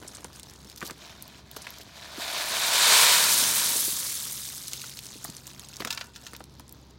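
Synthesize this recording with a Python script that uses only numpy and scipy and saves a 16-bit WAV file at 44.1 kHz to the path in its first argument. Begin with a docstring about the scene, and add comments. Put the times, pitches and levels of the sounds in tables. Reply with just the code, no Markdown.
"""Gravel slides off a wood-framed mesh screen as a worker tips it onto a pile.
Many small impacts drive the resonances of the screen, rain on the pile and trickle down its side.
Boots thud and crunch on the gritty driveway as the load is carried, and the emptied screen
rattles as it is stood upright. A distant machine hums under the murmur of the street."""
import sys
import numpy as np
from scipy import signal
from scipy.fft import rfft, irfft, next_fast_len
from scipy.io import wavfile
from scipy.ndimage import uniform_filter1d, map_coordinates

SR = 44100
rng = np.random.default_rng(int(sys.argv[2]) if len(sys.argv) > 2 else 0)


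def waveform_to_disk(signal):
    """Save audio, clipped to [-1, 1], as 16-bit WAV at the path in sys.argv[1]."""
    frames = np.transpose(np.atleast_2d(signal))
    scaled = np.clip(frames, -1, 1) * 32767
    samples = np.round(scaled).astype(np.int16)
    wavfile.write(sys.argv[1], SR, samples)


N = 307818
TOP_HZ = 15950  # upper band limit


def gravel_on_mesh():
    """Forced vibration: sliding stones drum on the screen, which brightens as its load runs off."""
    # flow off the tilted mesh: time_s, level_db
    tipping = [(1.88, -60), (1.96, -51), (2.12, -47.5), (2.24, -39.5), (2.52, -35), (2.94, -22.8),
               (3.14, -25), (3.38, -34), (3.68, -36.5), (3.83, -46)]
    # the load shifting as it is carried: start_s, length_s, level_db
    shifts = [(1.038, 0.068, -51), (1.24, 0.13, -56), (1.6, 0.18, -53)]
    # spectrum of the loaded screen: frequency_hz, gain_db
    loaded_spectrum = [(40, -62), (160, -14.5), (330, -7.5), (480, -8), (650, -1.5), (1200, -3), (2800, -6),
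                       (4300, -1), (6000, -4), (9000, -12.5), (16000, -18)]
    # spectrum as the load runs off: frequency_hz, gain_db
    running_spectrum = [(40, -51), (160, -17), (300, -23.5), (430, -7.5), (560, -6.5), (720, -9), (950, 0),
                        (1500, -2.5), (2900, -3), (4200, 2), (6000, -1), (8500, -1.5), (10500, -10.5),
                        (16000, -21.5)]
    shifting = sum(swell(s, length, db, rise=110, sag=14, release=150) for s, length, db in shifts)
    flow = level(tipping, fade_s=0.12) + shifting
    share = flow / flow.max()
    stick_slip = amp((1 - np.sqrt(share)) * (2 * wobble(27.95) - 2.54))  # strongest in a slow load
    hits = flow * stick_slip * collisions(1600 + 14000 * share, spread_db=1, ring_s=0.0041)
    loaded = coloured(hits, lambda hz: along(loaded_spectrum, hz) + screen_resonance(hz))
    running = coloured(hits, lambda hz: along(running_spectrum, hz) + screen_resonance(hz))
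    emptied = np.interp(np.arange(N) / SR, [2.35, 2.85], [0, 1])
    return amp(5) * (1 - emptied) * loaded + amp(4.5) * emptied * running


def screen_resonance(hz):
    """Resonance: each mode of the mesh and frame adds a bell-shaped peak to the gain in dB."""
    # modes of the screen: centre_hz, width_hz, gain_db
    modes = [(663, 194, 7), (936, 81, 4.5), (1080, 76, 2), (1440, 240, 4.5), (1747, 320, 4),
             (2316, 360, 4.5), (2570, 190, 3.5), (3116, 420, 3.5), (3710, 500, 4.5), (4240, 320, 1)]
    return sum(db / (1 + (2 * (hz - centre) / width) ** 2) for centre, width, db in modes)


def gravel_on_pile():
    """Hard impact: brief stone-on-stone contacts give bright clicks that thin out with the stream."""
    # spectrum of stones landing: frequency_hz, gain_db
    spectrum = [(30, -44), (170, -11.5), (300, -17), (700, -26), (2000, -33), (3800, -10.5), (6000, -6),
                (8500, 0), (12000, -3.5), (16000, -6.5)]
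    spilling = np.clip((np.arange(N) / SR - 2.15) / 0.04, 0, 1)  # the first stones leave the edge
    flow = spilling * swell(start_s=2.96, length_s=0.87, db=-25.5, rise=32, sag=4, release=21)
    hits = collisions(200 + 10000 * flow / flow.max(), spread_db=3, ring_s=0.0052)
    hits *= amp(1.45 * wobble(60))
    return amp(1) * coloured(flow * hits, lambda hz: along(spectrum, hz))


def slope_flow():
    """Incoherent addition: runs of stones down the slope sum in power to one amplitude envelope."""
    # runs set off by the pour and by a boot leaving the pile: start_s, length_s, level_db
    runs = [(3.3, 1.9, -26.5), (4.699, .62, -46)]
    power = sum(swell(s, length, db, rise=100, sag=13, release=140) ** 2 for s, length, db in runs)
    return np.sqrt(power)


def trickle(flow):
    """Granular flow: rolling stones collide more rarely and more softly as the flow dies down."""
    # spectrum of rolling stones: frequency_hz, gain_db
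    spectrum = [(40, -32), (200, -8), (600, -11.5), (1200, -9), (2700, -7.5), (3800, -1.5), (6500, -1),
                (10000, -12), (16000, -19)]
    hits = collisions(800 + 7000 * flow / flow.max(), spread_db=4, ring_s=0.0049)
    return amp(-1.2) * coloured(flow * hits, lambda hz: along(spectrum, hz))


def collisions(rate_per_s, spread_db, ring_s):
    """Shot noise: stone impacts of uneven size arrive at random, with a mean power near 1."""
    rate = np.clip(rate_per_s * np.ones(N), 20, 12000)
    onsets = np.flatnonzero(rng.random(N) < rate / SR)
    sizes = unit(amp(spread_db * np.minimum(rng.standard_normal(len(onsets)), 2)))
    sizes *= np.sqrt(SR / rate[onsets])
    bank = pebbles(ring_s)
    grains = bank[rng.integers(len(bank), size=len(onsets))] * sizes[:, None]
    positions = onsets[:, None] + np.arange(bank.shape[1])
    return np.bincount(positions.ravel(), grains.ravel(), N)[:N]


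def pebbles(ring_s, count=600, size=128):
    """Free vibration: each struck stone in this bank of clicks rings in three quickly damped modes."""
    t = np.arange(size) / SR
    hz = rng.uniform(0, TOP_HZ, (count, 3, 1))
    t60 = ring_s * np.exp(0.5 * rng.standard_normal((count, 3, 1)))
    bank = (np.cos(2 * np.pi * hz * t) * amp(-60 * t / t60)).sum(1)
    bank *= rng.choice([-1, 1], (count, 1))
    return bank / np.linalg.norm(bank, axis=1, keepdims=True)


def stone_snaps(grit, flow):
    """Impact and settling: one stone clicks against another, then chatters briefly."""
    # the loudest snaps: start_s, level_db, pitch_hz, edge_db
    snaps = [(0.17, -26, 6800, -28), (0.2446, -20.5, 8680, -29), (0.397, -25.5, 4700, -17),
             (0.4318, -26.5, 6690, -24), (0.4983, -29.5, 5060, -19), (0.699, -28, 4870, -20),
             (0.761, -29, 5300, -17), (0.866, -24, 4470, -13), (0.877, -29, 5130, -8),
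             (1.2242, -28, 7370, -4.5), (1.279, -33, 4960, -9), (1.514, -29.5, 4400, -6),
             (1.705, -32, 4660, -3), (4.5796, -24, 7000, -14), (4.6818, -17, 6400, -14),
             (4.7334, -13, 5760, -18), (4.817, -20.5, 4200, -27), (4.9904, -19.5, 4840, -18),
             (5.0663, -23.5, 6700, -27), (5.367, -22, 6620, -24), (5.7677, -21, 5900, -23),
             (5.8494, -16, 4300, -17), (6.3343, -31, 5110, -14), (6.3648, -27, 5370, -9),
             (6.4402, -30, 4600, -20), (6.5969, -31.5, 4900, -12), (6.6935, -33, 5100, -13),
             (6.7252, -34.5, 6950, -2)]
    out = np.zeros(N)
    stir = amp(23) * grit + amp(15.5) * flow
    for s, db, hz, edge_db in snaps + stray_snaps(stir):
        click = burst(t60=0.0032, rise_s=0.00005)
        chatter = amp(-17) * burst(t60=0.025, rise_s=0.001)
        add(out, s, stone(click + chatter, db - 11.5, hz, db + edge_db, octaves=0.75))
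    return out


def stray_snaps(stir, count=150, rate_per_s=17):
    """Random impacts, as loud as the stones are stirred: start_s, level_db, pitch_hz, edge_db."""
    start_s = (np.arange(count) + rng.random(count)) / rate_per_s
    size, pitch, edge = np.clip(rng.standard_normal((count, 3)), -2, 2).T
    stir_db = 20 * np.log10(np.interp(start_s, np.arange(N) / SR, stir) + 1e-9)
    return list(zip(start_s, stir_db + 3.5 * size, 5750 * 2 ** (0.31 * pitch), -19.5 + 4 * edge))


def stone(contact, body_db, pitch_hz, edge_db, octaves):
    """Source and filter: a contact excites the stone's body, and a hard one adds a sharp edge."""
    # spectrum of the sharp edge: frequency_hz, gain_db
    edge_spectrum = [(3000, -54), (9000, -13.5), (12500, 5.5), (15000, -1)]
    resonance, roll_off = hump(pitch_hz, octaves), [(10000, 2), (14000, -12.5)]
    body = coloured(contact, lambda hz: resonance(hz) + along(roll_off, hz))
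    edge = coloured(contact, lambda hz: along(edge_spectrum, hz))
    return struck(body, body_db) + struck(edge, edge_db)


def mesh_rattle():
    """Impulsive excitation: the empty mesh slaps its frame and the slack wires ring on unevenly."""
    # slaps of the mesh: start_s, level_db, pitch_hz
    slaps = [(5.873, -18.5, 5000), (5.905, -11.5, 5170), (5.926, -16, 5730), (5.975, -15.5, 2850),
             (6.0105, -18, 2640), (6.16, -26, 4920), (6.266, -23, 4020), (6.349, -28, 2880)]
    # spectrum of a slap: frequency_hz, gain_db
    spectrum = [(200, -12), (650, -6), (950, 1), (1450, -2.5), (2000, -4.5), (3000, -5.5), (5500, -1.5),
                (8000, -8), (10000, -15), (16000, -7)]
    # modes of the wires: pitch_hz, level_db, t60_s
    wire_modes = [(938, 0, 0.37), (1390, 5, 0.15), (1484, -1, 0.34), (1760, 1, 0.2), (2720, 0, 0.31),
                  (3770, -7, .22), (5028, -7, .2), (5700, -14, 0.22)]
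    out, t = np.zeros(N), np.arange(SR // 2) / SR
    for s, db, pitch_hz in slaps:
        contact = hump(pitch_hz, octaves=0.97)
        impact = burst(t60=0.037, rise_s=0.00014)
        slap = coloured(impact, lambda hz: along(spectrum, hz) + screen_resonance(hz) + contact(hz))
        add(out, s, struck(slap, db - 12.5))
        for hz, mode_db, t60 in wire_modes:
            jittered_hz = hz + 14 * np.sqrt(hz) * rng.standard_normal(len(t))
            phase = 2 * np.pi * np.cumsum(jittered_hz) / SR
            onset_db = db - 34.5 + mode_db + 2 * rng.standard_normal()
            add(out, s, amp(onset_db - 60 * t / t60) * np.sin(phase))
    return out


def sole_pressure():
    """Contact loading: each step swells and fades, giving envelopes for grit and for bare concrete."""
    # a sole pressing and dragging: start_s, length_s, grit_db, scuff_db
    steps = [(0.02, 0.23, -58, -53.5), (0.35, 0.38, -53.5, -62.5), (0.82, 0.072, -48.5, -53),
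             (1.542, 0.07, -57, -61), (1.778, 0.017, -56.5, -56), (5.238, 0.043, -46.5, -60),
             (5.41, 0.33, -48.5, -63), (5.818, 0.2, -48, -55.5), (6.16, 0.21, -53.5, -66),
             (6.55, 0.365, -61, -77)]
    grit, scuff = np.zeros(N), np.zeros(N)
    for s, length, grit_db, scuff_db in steps:
        weight = swell(s, length, 0, rise=290, sag=7.8, release=152)
        grit += amp(grit_db) * weight
        scuff += amp(scuff_db) * weight
    return grit, scuff


def sole_friction(grit, scuff):
    """Friction: soles crackle on grit, scrape the concrete and grind over loose stones."""
    # spectrum of grit underfoot: frequency_hz, gain_db
    grit_spectrum = [(40, -40), (300, -13), (700, -3), (1500, -5.5), (2800, -3.5), (4000, 2), (6500, 0.5),
                     (10000, -10), (16000, -9.5)]
    # spectrum of scraped concrete: frequency_hz, gain_db
    scuff_spectrum = [(40, -45), (300, 1), (800, -0.5), (1700, -3), (2600, -8.5), (5000, -7.5), (8000, -10),
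                      (16000, -25)]
    # loose stones grinding: start_s, level_db, pitch_hz, edge_db
    crunches = [(0.0752, -23.5, 7250, -31), (0.147, -27, 6130, -27), (0.7737, -30, 4630, -15),
                (0.848, -30, 4440, -11), (1.5626, -25.5, 4940, -13), (1.6177, -28.5, 6560, -24),
                (1.809, -30.5, 4270, -18), (5.2434, -26.5, 7390, -7), (5.8015, -21.5, 3500, -20)]
    crackle = grit * amp(2.4 * wobble(25)) * collisions(1100, spread_db=5.5, ring_s=0.0077)
    scrape = scuff * collisions(4000, spread_db=13, ring_s=0.0077)
    out = amp(-2) * coloured(crackle, lambda hz: along(grit_spectrum, hz))
    out += amp(1.5) * coloured(scrape, lambda hz: along(scuff_spectrum, hz))
    for s, db, hz, edge_db in crunches:
        grind = burst(t60=0.041, rise_s=0.0029)
        roughness = amp(4 * rng.standard_normal(len(grind) // 32)).repeat(32)
        add(out, s, stone(grind * roughness, db - 12.5, hz, db + edge_db - 1.5, octaves=0.6))
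    return out


def thuds_and_knocks():
    """Heavy damping: blows die away at once, the soft ones as low thuds, the hard ones as knocks."""
    # soft blows of boots and of the handled frame: start_s, level_db, pitch_hz
    thuds = [(0.652, -42.5, 243), (2.178, -31, 260.6), (3.422, -35, 207), (3.75, -33.5, 374),
             (3.878, -34.5, 253), (5.155, -40, 266), (5.288, -34.5, 163)]
    # hard blows of heels and wood, each over a thud: start_s, level_db, pitch_hz, thud_db
    knocks = [(0.023, -43, 1080, -39), (0.246, -31, 1170, -37), (0.816, -26.5, 1470, -44),
              (0.826, -23, 1070, -30), (0.897, -29.5, 1130, -46), (0.907, -35, 1770, -36),
              (1.565, -31, 940, -34.5), (1.668, -26.5, 1800, -52), (4.735, -33, 2900, -47),
              (4.839, -32.5, 1410, -50), (5.248, -30, 870, -45), (5.802, -28.5, 1530, -29.5),
              (5.82, -27, 1600, -36), (5.848, -20, 1760, -32.5), (5.872, -26.5, 942, -46),
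              (6.333, -32.5, 1250, -39), (6.405, -32, 880, -42), (6.597, -39.5, 880, -45)]
    out, thud_hz = np.zeros(N), 307
    for s, db, hz in thuds + [(s, thud_db, thud_hz) for s, _, _, thud_db in knocks]:
        thud = coloured(burst(t60=0.05, rise_s=0.0017), hump(hz, octaves=0.67))
        add(out, s, struck(thud, db - 4))
    for s, db, hz, _ in knocks:
        knock = coloured(burst(t60=0.023, rise_s=0.00054), hump(hz, octaves=0.61))
        add(out, s, struck(knock, db - 6.5))
    return out


def reflections(direct):
    """Diffuse scattering: the ground and house fronts return a faint, short tail."""
    response = coloured(burst(t60=0.19, rise_s=0.0008), hump(1800, octaves=2.03))
    return amp(-18) * signal.fftconvolve(direct, response / np.linalg.norm(response))[:N]


def street_murmur():
    """Ambient noise: a low, broadband murmur whose level drifts slowly."""
    # spectrum of the open air: frequency_hz, gain_db
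    spectrum = [(20, -42), (40, -9), (62, -6), (90, -0.5), (130, -1), (230, -3.5), (350, -7.5), (600, -16),
                (1000, -16), (1500, -23.5), (2800, -27), (3800, -20), (6000, -27.5), (9000, -53),
                (16000, -43)]
    murmur = coloured(rng.standard_normal(N), lambda hz: along(spectrum, hz), size=8192)
    return amp(-55 + 0.65 * wobble(2.2)) * murmur


def machine_hum():
    """Harmonic series: a distant machine sounds three partials that waver together."""
    # strength of the two lowest partials: time_s, fundamental_db, octave_db
    partials = [(0, -58, -66), (2.5, -61.5, -67), (4.8, -63, -56.5), (6.98, -54, -61)]
    pitch_hz = 66.5 + 1.76 * wobble(7.9)
    phase = 2 * np.pi * np.cumsum(pitch_hz) / SR
    gains = [level(np.array(partials)[:, [0, k]]) for k in (1, 2)] + [amp(-68.5)]
    tones = sum(gain * np.sin(k * phase) for k, gain in enumerate(gains, 1))
    return amp(2 + 1.2 * wobble(14)) * tones


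def amp(db):
    """Decibels as an amplitude ratio."""
    return 10 ** (np.asarray(db) / 20)


def unit(x):
    """Normalisation to rms 1."""
    return x / np.sqrt(np.mean(x ** 2) + 1e-20)


def along(points, hz):
    """Interpolation of (frequency_hz, gain_db) points on a logarithmic frequency axis."""
    frequency_hz, gain_db = np.transpose(points)
    return np.interp(np.log(hz + 1), np.log(frequency_hz + 1), gain_db)


def level(rows, fade_s=0.1):
    """Amplitude envelope through (time_s, level_db) rows, losing 20 dB per fade_s outside them."""
    s, db = np.transpose(rows)
    t = np.arange(N) / SR
    outside = np.maximum(0, np.maximum(s[0] - t, t - s[-1]))
    return amp(np.interp(t, s, db) - 20 * outside / fade_s)


def swell(start_s, length_s, db, rise, sag, release):
    """Exponential envelope: reaches db at start_s, sags for length_s, dies away; slopes in dB per s."""
    t = np.arange(N) / SR - start_s
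    decay_db = sag * np.clip(t, 0, length_s) + release * np.maximum(t - length_s, 0)
    return amp(db + rise * np.minimum(t, 0) - decay_db)


def wobble(rate):
    """Random modulation: a smooth curve with rate knots a second."""
    knots = rng.standard_normal(int(N * rate / SR) + 4)
    return map_coordinates(knots, [np.arange(N) * rate / SR])


def coloured(x, shape_db, size=2048):
    """Minimum-phase filtering: a response of unit energy, shaped in dB by shape_db(hz)."""
    cepstrum = irfft(np.log(amp(shape_db(np.fft.rfftfreq(size, 1 / SR)))))
    cepstrum[1:size // 2] *= 2  # folding the cepstrum makes the response causal
    cepstrum[size // 2 + 1:] = 0
    response = irfft(np.exp(rfft(cepstrum)))
    return signal.fftconvolve(x, response / np.linalg.norm(response))[:len(x)]


def hump(centre_hz, octaves):
    """A broad resonance as a shape in dB, at half power this many octaves from its centre."""
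    return lambda hz: -10 * np.log10(1 + (np.log2((hz + 1) / centre_hz) / octaves) ** 4)


def burst(t60, rise_s, size=8192):
    """A noise transient that swells, then decays by 60 dB in t60 seconds."""
    t = np.arange(size) / SR
    return rng.standard_normal(size) * amp(-60 * t / t60) * (1 - np.exp(-t / rise_s))


def struck(x, db, size=128):
    """Normalisation of a transient: its loudest 3 ms have an rms level of db."""
    return amp(db) * x / np.sqrt(np.max(uniform_filter1d(x * x, size)))


def add(track, start_s, x):
    """Superposition of x on the track from start_s."""
    start = max(0, round(start_s * SR))
    track[start:start + len(x)] += x[:max(0, len(track) - start)]


def scene():
    """Superposition: near sources, their reflections and the background, alike in both channels."""
    grit, scuff = sole_pressure()
    flow = slope_flow()
    near = gravel_on_mesh() + gravel_on_pile() + trickle(flow)
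    near += sole_friction(grit, scuff) + stone_snaps(grit, flow) + thuds_and_knocks() + mesh_rattle()
    mix = near + reflections(near) + street_murmur() + machine_hum()
    return np.array([mix, mix])


def record(dry):
    """Band limiting: an ideal low-pass filter removes everything above TOP_HZ."""
    size = next_fast_len(N + 8192)
    passband = np.fft.rfftfreq(size, 1 / SR) < TOP_HZ
    return irfft(rfft(dry, size) * passband, size)[:, :N]


dry = scene()
out = record(dry)
waveform_to_disk(out)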